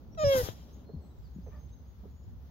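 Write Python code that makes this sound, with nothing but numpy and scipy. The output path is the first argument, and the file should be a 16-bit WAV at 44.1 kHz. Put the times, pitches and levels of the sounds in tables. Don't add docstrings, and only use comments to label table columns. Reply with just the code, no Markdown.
import sys
import numpy as np
from scipy import signal
from scipy.fft import rfft, irfft
from scipy.io import wavfile
from scipy.ndimage import uniform_filter1d

SR = 44100
rng = np.random.default_rng(int(sys.argv[2]) if len(sys.argv) > 2 else 0)


def int16_out(signal):
    q = np.round(np.clip(np.atleast_2d(signal).T, -1, 1) * 32767)
    wavfile.write(sys.argv[1], SR, q.astype(np.int16))


def volts_from_decibels(level):
    exponent = np.asarray(level, float) / 20
    return 10 ** exponent


N = 110250
TIME = np.arange(N) / SR
FREQ = np.arange(N // 2 + 1) * SR / N


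def level(x, db):
    return x * volts_from_decibels(db) / np.sqrt(np.mean(x ** 2))


def along(table, at, column=1):
    return np.interp(at, np.array(table)[:, 0], np.array(table)[:, column])


def noise(colour):
    hz, db = np.array(colour).T
    gain = volts_from_decibels(np.interp(np.log(FREQ + 1), np.log(hz), db, left=-90, right=-90))
    white = rng.standard_normal(N)
    return level(irfft(rfft(white) * gain, N), 0)


def walk(rate):
    hold = int(SR / rate)
    steps = np.repeat(rng.standard_normal(N // hold + 1), hold)[:N]
    return 1.3 * uniform_filter1d(uniform_filter1d(steps, hold), hold)


def pan(x, db):
    return x * volts_from_decibels(np.array([[db], [-db]]) / 2)


# f/Hz, density/dB
TOWN_COLOUR = [(14, -43.5), (40, -13.5), (67, 3), (88, -8.5), (255, -16.5), (320, -23.5), (520, -27),
               (1500, -48.5), (1950, -68.5)]
# f/Hz, density/dB
HISS_COLOUR = [(470, -31.5), (800, -4), (2620, -18.5), (3360, -16), (5270, -19), (6680, -19), (7570, -46),
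               (12900, -22), (15800, -16)]
# t/s, level/dB
RUMBLE_LEVEL = [(0, -57), (.12, -50.5), (.55, -52.5), (.9, -56), (1.13, -57), (1.19, -51), (1.36, -54.5),
                (1.45, -49), (1.6, -51), (1.98, -53.5), (2.07, -50.5), (2.12, -52), (2.17, -50),
                (2.22, -50.5), (2.29, -48), (2.5, -52.5)]
# t/s, level/dB
MURMUR_LEVEL = [(0, -57), (1.05, -56), (1.25, -63), (1.55, -60), (1.9, -63.5), (2.1, -62.5), (2.5, -62.5)]
TOWN_ALIKE, SPLIT_HZ = 0.67, 164
GUST_DB, GUSTS_PER_S = 0.78, 9.22
HISS_DB, HISS_LEFT_DB = -67.5, 2


def garden():
    common = np.sqrt((1 + TOWN_ALIKE) / 2) * noise(TOWN_COLOUR)
    opposed = np.sqrt((1 - TOWN_ALIKE) / 2) * noise(TOWN_COLOUR)
    town = rfft(common + opposed * np.array([[1], [-1]]))
    deep = 1 / (1 + (FREQ / SPLIT_HZ) ** 6)
    murmur = level(irfft(town * (1 - deep), N), 0)
    murmur = murmur * volts_from_decibels(along(MURMUR_LEVEL, TIME) + 0.5 * walk(13.82))
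    rumble = level(irfft(town * deep, N), 3.6)
    rumble = rumble * volts_from_decibels(along(RUMBLE_LEVEL, TIME) + GUST_DB * walk(GUSTS_PER_S))
    hiss = np.array([noise(HISS_COLOUR), noise(HISS_COLOUR)])
    hiss = hiss * pan(0.63, HISS_LEFT_DB) * volts_from_decibels(walk(12.0))
    return rumble + murmur + hiss * volts_from_decibels(HISS_DB)


# t/s, length/s, start f/Hz, end f/Hz, level/dB
WHISTLES = [(0.109, 0.059, 5640, 5760, -68.5), (0.725, 0.025, 6100, 6800, -68),
            (0.745, 0.039, 6800, 6380, -76), (0.842, 0.12, 4170, 4223, -74.5),
            (1.0, 0.094, 4300, 4070, -83), (1.008, .12, 7900, 7770, -84), (1.12, 0.17, 7660, 7460, -90),
            (1.097, 0.027, 3900, 3900, -80.5), (1.227, 0.055, 5020, 4170, -74),
            (1.33, 0.038, 6680, 6600, -77), (1.413, 0.028, 4340, 5470, -76),
            (1.426, 0.094, 6510, 6080, -74), (1.557, 0.019, 4500, 5250, -77),
            (1.568, 0.11, 6310, 6410, -75), (1.712, 0.044, 6290, 6530, -72),
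            (1.751, 0.092, 6150, 6330, -80), (1.725, 0.02, 3730, 3910, -77), (1.85, 0.015, 4650, 5000, -81),
            (1.865, 0.07, 6600, 6500, -78.5), (2.074, 0.23, 6710, 6790, -81.5),
            (2.23, 0.014, 5100, 5300, -81)]
WARBLE_HZ, BIRD_FLUTTER_DB, LEAF_ECHO_DB, BIRDS_DB = 60, 2.5, 2, -2.5


def birds():
    song = np.zeros(N)
    warble = WARBLE_HZ * walk(130)
    flutter = volts_from_decibels(BIRD_FLUTTER_DB * walk(60.12))
    for start, length, from_hz, to_hz, db in WHISTLES:
        u = np.clip((TIME - start) / length, 0, 1)
        hz = from_hz + (to_hz - from_hz) * u + warble
        swell = np.abs(np.sin(np.pi * u)) ** .5
        song += volts_from_decibels(db) * swell * np.sin(2 * np.pi * np.cumsum(hz) / SR)
    tail = rng.standard_normal((2, 4000)) * np.exp(-np.arange(4000) / 4700.0)
    tail *= volts_from_decibels(LEAF_ECHO_DB) / np.sqrt((tail ** 2).sum(axis=1, keepdims=True))
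    echo = signal.fftconvolve(song[None], tail)[:, :N]
    return volts_from_decibels(BIRDS_DB) * (np.sqrt(2) * song * flutter + echo)


# t/s, length/s, level/dB, centre f/Hz, left minus right/dB
SCUFF_EVENTS = [
    (.148, .007, -63, 2500, 2),
    (.335, .05, -47, 1000, 0),
    (.4865, .004, -46, 1700, 6),
    (.845, .012, -76, 2600, 0),
    (.889, .025, -58, 500, 0),
    (1.46, .05, -62, 650, -2),
    (1.5, .13, -67, 900, 2),
    (1.68, .06, -77, 3500, 2),
    (2.03, .06, -58, 350, 0),
]


def scuffs():
    out = np.zeros((2, N))
    for start, length, db, hz, side_db in SCUFF_EVENTS:
        u = np.clip((TIME - start) / length, 0, 1)
        colour = [(hz / 5, -12), (hz, 0), (hz * 4, -22)]
        rub = np.array([noise(colour), noise(colour)])
        out += pan(rub, side_db) * volts_from_decibels(db + 2 * walk(180)) * np.sin(np.pi * u ** 0.55)
    return out


# t/s, f/Hz, fundamental level/dB, overtone tilt/dB per overtone
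SQUEAK_PATH = [
    (.17, 671, -69, -1),
    (.177, 661, -43, 0.5),
    (.197, 618, -34, 0.02),
    (.235, 614, -28, 0),
    (.245, 570.4, -23.5, 0.14),
    (.33, 543.8, -23.5, 0),
    (.375, 515.7, -26, 0),
    (.416, 485, -31, -0.64),
    (.428, 482, -48, -6),
]
# level/dB, for four states of the glottis
TIGHT_GLOTTIS = [-5, -23, -22, -24, -24, -26, -36, -30, -42, -29, -53, -53]
OPEN_GLOTTIS = [-20, -23, -26, -32, -27, -38, -36, -29, -32, -43, -39, -49]
TIRED_GLOTTIS = [-16, -19, -17, -27, -14, -28, -31, -42, -28, -40, -36, -36]
SPENT_GLOTTIS = [-16, -15, -18, -33, -38, -26, -33, -40, -32, -40, -40, -40]
BREAK_S, BREAK_LENGTH_S = .24, .007
TIRES_S, TIRES_LENGTH_S = 0.3, 0.039
FADES_S, FADES_LENGTH_S = 0.361, 0.055
SHIMMER_DB, JITTER = .33, .0015


def squeak():
    phase = 2 * np.pi * np.cumsum(along(SQUEAK_PATH, TIME) * (1 + JITTER * walk(150))) / SR
    opened = np.clip((TIME - BREAK_S) / BREAK_LENGTH_S + .5, 0, 1)
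    tired = np.clip((TIME - TIRES_S) / TIRES_LENGTH_S + .5, 0, 1)
    spent = np.clip((TIME - FADES_S) / FADES_LENGTH_S + .5, 0, 1)
    tilt = along(SQUEAK_PATH, TIME, column=3)
    tone = np.sin(phase)
    states = zip(TIGHT_GLOTTIS, OPEN_GLOTTIS, TIRED_GLOTTIS, SPENT_GLOTTIS)
    for k, (a, b, c, d) in enumerate(states, start=2):
        db = a + (b - a) * opened + (c - b) * tired + (d - c) * spent
        db = db + k * tilt + k * SHIMMER_DB * walk(42.8)
        tone = tone + volts_from_decibels(db) * np.sin(k * phase + k * k)
    sounding = (TIME > SQUEAK_PATH[0][0]) * (TIME < SQUEAK_PATH[-1][0])
    return np.sqrt(2) * tone * volts_from_decibels(along(SQUEAK_PATH, TIME, column=2)) * sounding


# f/Hz, width/Hz, level/dB
THROAT_MODES = [(3300, 470, 10.5), (6800, 810, 3.5), (7960, 350, -14), (9700, 400, -12), (12000, 1250, 11)]


def throat_db(hz):
    return sum(db / (1 + (2 * (hz - f) / width) ** 2) for f, width, db in THROAT_MODES)


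# t/s, level/dB, brightness/dB
BREATH_PATH = [
    (.17, -90, -5.5),
    (.185, -58, -4),
    (.25, -49, -5),
    (.3, -46.5, 1.5),
    (.385, -39.5, 7),
    (.425, -45, 4.5),
    (.49, -44.5, -3),
    (.55, -59.5, -4),
    (.85, -77, -4),
]
# f/Hz, level/dB
AIR_COLOUR = [(300, 2.5), (900, -1.5), (1600, -6), (2900, -10.5), (5200, -4.5), (7200, -9.5), (9200, -18.5),
              (13000, -9.5), (16000, -17.5)]
AIR_FLUTTER_DB = 2.3


def breath():
    air = rfft(noise(AIR_COLOUR)) * volts_from_decibels(throat_db(FREQ))
    brightness = along(BREATH_PATH, TIME, column=2)
    out = 0
    for band in range(8):
        part = irfft(air * (FREQ // 2000 == band), N)
        treble = np.clip((band - 1) / 3, 0, 1)
        out = out + part * volts_from_decibels(treble * brightness + AIR_FLUTTER_DB * walk(35))
    sounding = (TIME > BREATH_PATH[0][0]) * (TIME < BREATH_PATH[-1][0])
    return out * volts_from_decibels(along(BREATH_PATH, TIME)) * sounding


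# f/Hz, level/dB, lag/rad
PORT_TRANSFER = [(100, -1, .3), (547, 1, .5), (620, 2.5, 1), (1080, -5, 2.9), (1240, -6, 2.7),
                 (1650, -9, 4.4), (1850, -3, 5.2), (2120, -8, 4.3), (2250, 0, 4.5), (2480, -5, 5),
                 (2800, 1, 5.8), (3080, -2, 6.5), (3190, -8, 7.3), (3300, -7, 8.8), (3400, -9, 9),
                 (3700, -2, 13), (3950, 5, 11.8), (4350, -9, 15), (5000, 13, 15.4), (5110, 12, 14),
                 (5290, -3, 16.4), (5470, 3, 15.3), (5550, 10, 16.5), (5680, 6, 16.3), (6200, 2, 14),
                 (6800, -8, 19), (11570, -11, 34), (15200, -5, 37)]
AIR_ALIKE = .6


def tortoise():
    voice, air = squeak(), breath()
    other = AIR_ALIKE * air + np.sqrt(1 - AIR_ALIKE ** 2) * breath()
    shade = volts_from_decibels(along(PORT_TRANSFER, FREQ))
    lag = np.exp(-1j * along(PORT_TRANSFER, FREQ, column=2))
    right = (rfft(voice) * shade + rfft(other) * np.minimum(shade, 1)) * lag
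    return np.array([voice + air, irfft(right, N)])


# t/s, peak level/dB, f/Hz, t60/s, left minus right/dB
SHELL_KNOCKS = [(.234, -25, 178, 0.022, -7.5), (.244, -27.5, 105.6, .1, 15.5), (0.268, -21, 102, .1, 11),
                (0.349, -34, 262, 0.13, 12), (0.357, -24, 155.6, 0.022, 9.5), (0.377, -29, 98.5, 0.14, 8),
                (0.414, -28, 79.45, 0.097, 5), (0.433, -21, 89, 0.055, 8), (0.4871, -27.5, 470, 0.0091, 23),
                (0.489, -34, 111.4, 0.083, 16.5), (.892, -43, 436, 0.057, -6),
                (.899, -46.5, 442, 0.059, -1), (.893, -52, 693, 0.059, -2), (.936, -33.5, 166, 0.08, 3.5),
                (0.9431, -33.5, 158, 0.099, 6), (0.963, -43.5, 225, 0.085, 2),
                (0.963, -33.5, 76.3, 0.32, 3.5), (1.361, -34.5, 185.4, 0.1, 4.5),
                (1.385, -33, 185, 0.079, 2.5), (1.464, -46, 550, 0.028, 3), (1.4715, -43.5, 479, .04, -7),
                (1.483, -45, 436, 0.071, -1), (2.03, -47, 189.3, 0.25, 0), (2.055, -47.5, 404, 0.074, -5)]
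BUMP_SAG, BUMP_RISE_TURNS = 0.11, 0.21


def bumps():
    out = np.zeros((2, N))
    for start, db, hz, t60, side_db in SHELL_KNOCKS:
        t = np.maximum(TIME - start, 0)
        fade = np.exp(-np.log(1000) * t / t60)
        pitch = hz * (1 + BUMP_SAG * (2 * fade - 1)) * (t > 0)
        ring = np.sin(2 * np.pi * np.cumsum(pitch) / SR)
        rise = 1 - np.exp(-t * hz / BUMP_RISE_TURNS)
        out += pan(-volts_from_decibels(db) * ring * fade * rise, side_db)
    return out


# t/s, length/s, f/Hz, unsteadiness (fraction of pitch)
WHEEZE_EVENT = (1.51, .11, 590, .04)
WHEEZE_PARTIALS = [-67, -72, -72, -80]


def wheeze():
    start, length, hz, unsteady = WHEEZE_EVENT
    phase = 2 * np.pi * np.cumsum(hz * (1 + unsteady * walk(200))) / SR
    reed = 0
    for k, db in enumerate(WHEEZE_PARTIALS, start=1):
        reed = reed + volts_from_decibels(db + 2.9 * walk(90)) * np.sin(k * phase)
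    u = np.clip((TIME - start) / length, 0, 1)
    return pan(np.sqrt(2) * reed * np.sin(np.pi * u ** 0.73), 1.5)


def scene():
    return garden() + birds() + scuffs() + tortoise() + bumps() + wheeze()


def band_limit(x):
    return signal.sosfilt(signal.butter(12, 16050, fs=SR, output="sos"), x)


def record(dry):
    return band_limit(dry)


dry = scene()
out = record(dry)
int16_out(out)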